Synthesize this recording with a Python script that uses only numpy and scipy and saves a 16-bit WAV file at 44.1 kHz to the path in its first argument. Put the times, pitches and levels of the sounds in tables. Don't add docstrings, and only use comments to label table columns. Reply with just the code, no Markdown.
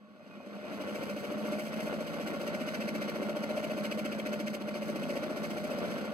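import sys
import numpy as np
from scipy import signal
from scipy.fft import rfft, irfft, next_fast_len
from scipy.io import wavfile
from scipy.ndimage import uniform_filter1d

SR = 44100
rng = np.random.default_rng(int(sys.argv[2]) if len(sys.argv) > 2 else 0)


def int16_out(signal):
    q = np.round(np.clip(np.atleast_2d(signal).T, -1, 1) * 32767)
    wavfile.write(sys.argv[1], SR, q.astype(np.int16))


N = 270333

# (time [s], rate [strokes/s])
SPEED = [(0, 8.03), (0.7, 11.73), (0.9, 13.94), (1.1, 13.77), (1.6, 14.56), (2.4, 14.94), (2.9, 14.57),
         (3.9, 14.46), (4.65, 14.26), (5.1, 14.63), (5.55, 14.62), (5.85, 14.84), (6.1, 14.39)]
# (time [s], effort [dB], 0 = full)
EFFORT = [(0.0, -28.5), (0.25, -19), (.37, -16.5), (0.6, -8), (.7, -5.5), (.8, -1), (0.95, 0.5),
          (1.22, -0.1), (1.52, 0.1), (1.67, -2.5), (1.85, 1), (2.6, -0.4), (2.82, .5), (3.55, 0),
          (4.35, -0.5), (4.6, -4), (5.15, 1.5), (5.32, 0), (5.9, 2.5), (6.13, -0.5)]
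# (time [s], bite [1 = ordinary feed])
FEED = [(0, 0.12), (.68, 0.26), (.74, 0.51), (.8, 0.54), (1.4, 0.66), (2.05, 0.7), (2.4, 0.88), (2.8, 1.08),
        (3.7, 0.97), (4.5, 1.53), (4.9, 0.97), (5.6, 1.08), (5.85, .45), (6.13, 0.27)]

# (place [turns], push on table [dB], blow on arm [dB], clack in link [dB])
KNOCKS = [(.115, -12, -5, 1.5), (0.231, -8, -6.5, -10), (0.275, -3.5, -3, -11), (.372, -9, -4.5, -1.5),
          (.445, -4.5, -6.5, -11.5), (.635, -11, -2, -9), (.685, -20.5, -8.5, -2.5),
          (.88, -10.5, -12, -3.5)]
# (frequency [Hz], width [Hz], level [dB])
TABLE = [(102, 46, -41), (171, 30, -31), (208, 8.2, 1), (234, 45, -6), (246.3, 9.2, -5.5),
         (292.6, 32, -2.5), (355.7, 16, -6.5)]
# (frequency [Hz], width [Hz], level [dB])
ARM = [(566.3, 20, 3), (593.3, 21, 3), (667, 8.4, 0), (730, 8.2, -6.5), (904.5, 9.2, -8.5)]
# (frequency [Hz], width [Hz], level [dB])
LINK = [(437, 24, -8.5), (484, 31, 1), (1103, 24, -9.5), (1420, 23, -6)]
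# (time [s], level [dB])
CLANK = [(0, 4), (.5, 1.5), (.8, -3), (1.35, -2.5), (1.53, 2), (1.7, -1), (2.5, 1), (2.95, -0.5), (3.25, 1),
         (3.57, 4.5), (3.75, 0), (4.35, 0.5), (4.8, 3.5), (5, 0), (5.2, 1), (5.9, -1)]
# (place [turns], nominal pitch [Hz], level [dB])
FLEX = [(.01, 557, -21), (.14, 557, -5.5), (.21, 587, -6.5), (.3, 605.5, -1.5), (.39, 554, 0),
        (.48, 621.3, -7.5), (.57, 604, -12.5), (.68, 592, -6), (.79, 601, -13.5), (.93, 596, -15)]
# (place [turns], nominal pitch [Hz], level [dB])
BOOM = [(.05, 365, -33), (.22, 346, -8.5), (.3, 309.4, -2), (.38, 268, -5), (.48, 215, 0.5),
        (.62, 208, -15), (.8, 207, -30)]
# (time [s], peak on table [dB], peak in arm [dB])
JOLTS = [(.205, -57, -46), (0.376, -40, -49), (.404, -45, -39), (.468, -38.5, -46), (.554, -37.5, -38),
         (.652, -46, -36.5), (.695, -45, -38), (.713, -34, -38)]
# (frequency [Hz], level [dB])
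BENCH = [(140, -19), (160, -0.5), (168, 1.5), (180, -21), (202, 0.5), (213, 8.5), (222, -1), (232, -8),
         (248, -4), (275, -31), (330, -18), (364, -10), (385, -14)]
# (time [s], level [dB])
HUM = [(0, -13), (.68, -10), (.73, 5.5), (1.0, -2.5), (1.15, -8.5), (1.45, 0), (2.5, -5), (2.85, 1),
       (3.7, -3.5), (3.95, 2.5), (4.15, -1.5), (4.45, -0.5), (5.1, -4), (5.7, -4), (6.0, 0)]

# (place [turns], level [dB])
STROKE = [(.04, -12.5), (.13, -4.5), (.21, -2.5), (.28, -0.5), (.4, 0.04), (.5, -5.5), (.62, -6.5),
          (0.851, -8.5)]
# (frequency [Hz], spectrum [dB per Hz])
RASP = [(300, -47), (1100, 0), (1550, 11.5), (1900, 14), (2400, 6.5), (2800, -0.5), (3300, -1), (4000, 0.5),
        (4800, 3), (6500, -3.5), (8500, -6), (11000, -7), (13000, -9), (15500, -10)]
# (time [s], level [dB])
DUST = [(0, -0.5), (.68, -1), (.76, 2), (2.2, 0.7), (2.7, -1), (4.2, 0), (5.2, -0.5), (6.1, -0.5)]
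# (frequency [Hz], width [Hz], level [dB])
BLADE = [(2124, 59, -1.5), (2252, 120, 4), (2474, 110, 2), (2713, 106, -1), (3008, 94, -3.5)]
# (time [s], level [dB])
BLADE_RING = [(0, -2), (.7, 1), (1.0, 0.5), (2.5, -2), (3.0, -1), (3.7, -0.5), (3.95, 1), (4.6, -2),
              (5.18, -2.5), (5.35, -7), (5.9, -3.5)]
# (time [s], length [s], level [dB])
SINGS = [(0.197, 0.057, -71.5), (0.303, 0.055, -63), (0.378, 0.077, -66.5), (.49, 0.053, -71.5),
         (.625, 0.06, -61.5)]
# (place [turns], level [dB])
CHATTER = [(.03, 0.5), (.14, 0), (.21, -1), (.35, -0.5), (.47, -4), (.565, -3), (.68, -0.5), (.8, -1.5),
           (.92, -0.5)]
# (frequency [Hz], spectrum [dB per Hz])
RATTLE = [(25, -39), (60, -14), (110, -11), (170, -5.5), (300, 9), (400, 3), (520, 8), (700, 2),
          (850, -2.5), (1000, -4), (1110, 1.5), (1200, -4), (1400, 2), (1550, -4), (2000, -5),
          (2600, -10.5), (3500, -13.5), (6000, -34.5)]
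# (time [s], level [dB])
TICKS = [(0.277, -61), (.474, -60)]

# (frequency [Hz], width [Hz], level [dB])
MOTOR = [(202.2, 7.8, 13), (607, 5.4, 5), (1105, 28, -1), (1430, 16, -8.5), (2560, 33, -12)]
# (frequency [Hz], spectrum [dB per Hz])
FAN = [(500, -19.5), (1100, 0.5), (1450, -7), (1800, 3), (2600, -0.5), (3500, 0), (4500, -2), (6500, -11.5),
       (15000, -24)]
# (frequency [Hz], lead of the right port [rad])
PORT_PHASE = [(0, 0), (100, 1), (160, 1.9), (215, .75), (300, 0), (420, .2), (460, .6), (600, -.1),
              (800, 0), (1400, 1), (1770, 3.14), (3580, 9.42), (10650, 34.56), (16000, 53.5)]
# (frequency [Hz], left minus right [dB])
PORT_BALANCE = [(100, 3), (160, 0.5), (215, -0.5), (290, -1.5), (400, 12), (500, 1.5), (600, 0), (700, 6.5),
                (1000, -1), (1420, -1.5), (1700, 0), (3000, 0), (15000, 0.6)]

TABLE_DB, ARM_DB, LINK_DB, RATTLE_DB, BLADE_DB = -39, -38.5, -48.5, -45.5, -49
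HUM_DB, THUMP_DB = -41.5, -67
TABLE_FOLLOWS, ARM_FOLLOWS, LINK_FOLLOWS, RATTLE_FOLLOWS, BLADE_FOLLOWS = 0.74, 1.24, 0.79, 0.88, 0.83
TABLE_LOAD_DB, RATTLE_LOAD_DB, BLADE_LOAD_DB, HUM_LOAD_DB = 2.8, -1.5, 3, 0.2
TABLE_SPREAD_DB, ARM_SPREAD_DB, RATTLE_SPREAD_DB, BLADE_SPREAD_DB = 0.4, 0.5, 1.5, 1.8
CONTACT_SPREAD, DEPTH_SPREAD_DB, BRIGHT_SPREAD_DB = .012, 1.0, 1.0
SNAGS_PER_S, SNAG_DECAY_S, SNAG_SHARE = 110, .004, .46
SING_HZ = 2486
TOP_HZ = 15600

TIME = np.arange(N) / SR
SIZE = next_fast_len(N + SR // 2)
FREQ = np.arange(SIZE // 2 + 1) * SR / SIZE + 1e-3


def frame(turn, table_db, arm_db, link_db):
    _, push_db, blow_db, clack_db = np.transpose(KNOCKS)
    pushes = knocks(turn, push_db, jitter_s=0.0006, scatter_db=2.5)
    blows = knocks(turn, blow_db, jitter_s=0.00028, scatter_db=1.0)
    clacks = knocks(turn, clack_db, jitter_s=0.00022, scatter_db=2.0)
    table = ring(pushes, TABLE, low_hz=168, high_hz=370, order=6)
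    arm = ring(blows, ARM, low_hz=430, high_hz=950)
    link = ring(clacks, LINK, low_hz=385, high_hz=1630)
    return table * undb(table_db - 5.0) + arm * undb(arm_db - 9.0) + link * undb(link_db)


def arm_ring(turn, arm_db, ring_db=-5.0):
    return stroke_tone(turn, FLEX, crest=.3, drift=.028) * undb(arm_db + ring_db)


def table_boom(turn, table_db, boom_db=-8.0, spread_db=1.2):
    level_db = table_db + boom_db + spread_db * wander(turn)
    return stroke_tone(turn, BOOM, crest=.3, drift=.025) * undb(level_db)


def jolts():
    s, *levels = np.transpose(JOLTS)
    at = (s * SR).astype(int)
    out = 0
    for db, modes, top_hz in zip(levels, (TABLE, ARM), (260, 1300)):
        rung = ring(np.bincount(at, undb(db), N), modes, low_hz=164, high_hz=top_hz)
        out = out + rung / np.abs(rung).max() * undb(db.max())
    return out


def shake(turn, speed, hum_db, swell_db, reversal=.89, dispersion=0.03045, waver_db=2.5, throb=0.53):
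    hz, db = np.transpose(BENCH)
    since_reversal = turn - reversal
    out = 0
    for k in (11, 14, 15, 17, 25):
        gain = undb(np.interp(k * speed, hz, db) + waver_db * wander(turn))
        if k in (14, 15):
            gain = gain * undb(swell_db)
        lag = dispersion * (k - 15) ** 2
        out = out + gain * np.cos(2 * np.pi * (k * since_reversal - lag))
    swell = 1 + throb * np.cos(2 * np.pi * since_reversal)
    return unit(out * swell) * undb(hum_db)


def thump(turn, effort_db, place=0.848, length=0.11, thump_hz=101):
    since = (turn - place + .5) % 1 - .5
    since_s = since / (np.gradient(turn) * SR)
    thud = np.exp(-.5 * (since / length) ** 2) * np.cos(2 * np.pi * thump_hz * since_s)
    return unit(thud) * undb(THUMP_DB + effort_db + 1.3 * wander(turn))


def rasp(turn, blade_db, bite, split_hz=5500):
    chips = grains(per_second=6000, spread_db=2.0) * contact(turn, 1.0 * bite)
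    dust = grains(per_second=12000, spread_db=1.0) * contact(turn, 1.22 * bite)
    bright = undb(curves(DUST)[0] + BRIGHT_SPREAD_DB * wander(turn))
    coarse = 1 / (1 + (FREQ / split_hz) ** 4)
    low_cut = filtered(chips / bright, colour(RASP) * np.sqrt(coarse))
    high_cut = filtered(dust * bright, colour(RASP) * np.sqrt(1 - coarse))
    return unit((low_cut + high_cut) * snags()) * undb(blade_db + 0.2)


def contact(turn, bite):
    depth = bite * undb(DEPTH_SPREAD_DB * wander(turn))
    moment = turn + CONTACT_SPREAD * wander(2 * turn)
    gain = each_turn(moment, STROKE) ** depth
    return gain / np.sqrt(uniform_filter1d(gain ** 2, int(2 * N / turn[-1])))


def snags():
    catches = (rng.random(N) < SNAGS_PER_S / SR) * (.5 + rng.random(N))
    power = signal.lfilter([1], [1, -np.exp(-1 / (SNAG_DECAY_S * SR))], catches)
    return np.sqrt(1 - SNAG_SHARE + SNAG_SHARE * power / power.mean())


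def blade(turn, speed, blade_db, bite, bend=0.0483, tightest=0.336):
    pull = grains(per_second=5000, spread_db=-2.0) * contact(turn, 1.73 * bite)
    ringing = ring(pull, BLADE, low_hz=1730, high_hz=2960)
    ahead = bend * np.sin(2 * np.pi * (turn - tightest)) / (2 * np.pi * speed)
    return np.interp(TIME + ahead, TIME, ringing) * undb(blade_db - 1.4)


def free_blade(fade_s=.012, waver=0.01):
    swell = 0
    for s, length, db in SINGS:
        fade = np.clip(np.minimum(TIME - s, s + length - TIME) / fade_s, 0, 1)
        swell = swell + undb(db) * fade
    hz = SING_HZ * (1 + waver * unit(uniform_filter1d(rng.standard_normal(N), size=120)))
    return unit(np.sin(2 * np.pi * np.cumsum(hz) / SR)) * swell


def linkage(turn, rattle_db):
    chatter = grains(per_second=1100, spread_db=3.0) * each_turn(turn, CHATTER)
    return unit(filtered(chatter, colour(RATTLE))) * undb(rattle_db - 0.4)


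def work_piece(decay_s=0.0047):
    swell = 0
    for s, db in TICKS:
        swell = swell + undb(db) * (TIME >= s) * np.exp(-np.abs(TIME - s) / decay_s)
    tap_colour = colour([(500, -12), (4000, 17), (15000, -11)])
    return swell * unit(filtered(rng.standard_normal(N), tap_colour))


def motor(motor_db=-51.5, start_db=-5, rise_s=0.38):
    rise_db = start_db * np.clip(1 - TIME / rise_s, 0, 1)
    singing = ring(rng.standard_normal(N), MOTOR, low_hz=164, high_hz=2730)
    return singing * undb(motor_db + rise_db)


def fan(effort_db, fan_db=-60, follows=0.59):
    return unit(filtered(rng.standard_normal(N), colour(FAN))) * undb(fan_db + follows * effort_db)


def ports(x):
    lead = np.exp(.5j * np.interp(FREQ, *np.transpose(PORT_PHASE)))
    left = np.sqrt(colour(PORT_BALANCE))
    return filtered(x, np.array([left / lead, lead / left]))


def workshop(x, t60_s, wet_db):
    t = TIME[:SR // 2]
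    tails = rng.standard_normal((2, len(t))) * undb(-60 * t / t60_s) * (t > .002)
    tails /= np.linalg.norm(tails, axis=1, keepdims=True)
    walls = colour([(200, -13), (600, -14), (1400, -8), (3000, -4), (6000, -3), (12000, -1)])
    return undb(wet_db) * filtered(x, rfft(tails, SIZE) * walls)


def knocks(turn, knock_db, jitter_s, scatter_db):
    places = np.arange(int(turn[-1]) + 1)[:, None] + np.array(KNOCKS)[:, 0]
    late, strong = rng.standard_normal((2,) + places.shape)
    at = (np.interp(places, turn, TIME) + jitter_s * late) * SR
    size = undb(knock_db + scatter_db * strong)
    inside = (places < turn[-1]) & (at >= 0) & (at < N)
    return np.bincount(at[inside].astype(int), size[inside], N)


def ring(blows, modes, low_hz, high_hz, order=4):
    low_edge = 1 + (low_hz / FREQ) ** (2 * order)
    high_edge = 1 + (FREQ / high_hz) ** (2 * order)
    push = rfft(blows, SIZE) / np.sqrt(low_edge * high_edge)
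    out = 0
    for hz, width, db in modes:
        mode = push / (1 + 1j * (FREQ / hz - hz / FREQ) * hz / width)
        out = out + undb(db) * mode / np.linalg.norm(mode)
    return unit(irfft(out, SIZE)[:N])


def stroke_tone(turn, shape, crest, drift):
    place, hz, db = np.transpose(shape)
    pitch = np.interp(turn, place, hz, period=1) * (1 + drift * wander(turn))
    cycles = np.cumsum(pitch) / SR
    cycles = cycles - np.interp(np.floor(turn) + crest, turn, cycles)
    return unit(np.sin(2 * np.pi * cycles) * each_turn(turn, np.c_[place, db]))


def grains(per_second, spread_db):
    count = int(per_second * N / SR)
    place, size, spread = rng.random((count, 3)).T
    strength = (size - .5) * undb(spread_db * np.pi * (spread - .5))
    return unit(np.bincount((place * N).astype(int), strength, N))


def each_turn(turn, shape):
    return undb(np.interp(turn, *np.transpose(shape), period=1))


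def wander(turn):
    return np.interp(turn, np.arange(200), rng.standard_normal(200))


def curves(table):
    s, *columns = np.transpose(table)
    return [np.interp(TIME, s, c) for c in columns]


def colour(points):
    hz, db = np.transpose(points)
    return undb(np.interp(np.log(FREQ), np.log(hz), db))


def filtered(x, response):
    return irfft(rfft(x, SIZE) * response, SIZE)[..., :N]


def undb(db):
    return 10 ** (np.asarray(db) / 20)


def unit(x):
    return x / np.sqrt(np.mean(x ** 2))


def scene():
    (speed,), (effort_db,), (bite,) = curves(SPEED), curves(EFFORT), curves(FEED)
    (clank_db,), (swell_db,), (free_db,) = curves(CLANK), curves(HUM), curves(BLADE_RING)
    turn = np.cumsum(speed) / SR
    load = np.log2(np.maximum(bite, .05))

    table_db = TABLE_DB + TABLE_FOLLOWS * effort_db + TABLE_LOAD_DB * load
    table_db = table_db + TABLE_SPREAD_DB * wander(turn)
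    arm_db = ARM_DB + ARM_FOLLOWS * effort_db + clank_db + ARM_SPREAD_DB * wander(turn)
    link_db = LINK_DB + LINK_FOLLOWS * effort_db
    rattle_db = RATTLE_DB + RATTLE_FOLLOWS * effort_db + RATTLE_LOAD_DB * load
    rattle_db = rattle_db + RATTLE_SPREAD_DB * wander(turn)
    blade_db = BLADE_DB + BLADE_FOLLOWS * effort_db + BLADE_LOAD_DB * load
    blade_db = blade_db + BLADE_SPREAD_DB * wander(turn)
    hum_db = HUM_DB + TABLE_FOLLOWS * effort_db + HUM_LOAD_DB * load

    body = frame(turn, table_db, arm_db, link_db) + arm_ring(turn, arm_db) + table_boom(turn, table_db)
    body = body + jolts() + shake(turn, speed, hum_db, swell_db) + thump(turn, effort_db)
    cut = rasp(turn, blade_db, bite) + blade(turn, speed, blade_db + free_db, bite) + free_blade()
    saw = body + cut + linkage(turn, rattle_db) + work_piece() + motor() + fan(effort_db)

    scattered = []
    for _ in range(2):
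        around = undb(-5.0) * linkage(turn, rattle_db) + undb(-17) * rasp(turn, blade_db, bite)
        scattered.append(around)
    return ports(saw) + np.array(scattered) + workshop(saw, t60_s=0.07, wet_db=-5.5)


def record(dry):
    return signal.sosfilt(signal.ellip(10, .2, 70, TOP_HZ, fs=SR, output="sos"), dry)


dry = scene()
out = record(dry)
int16_out(out)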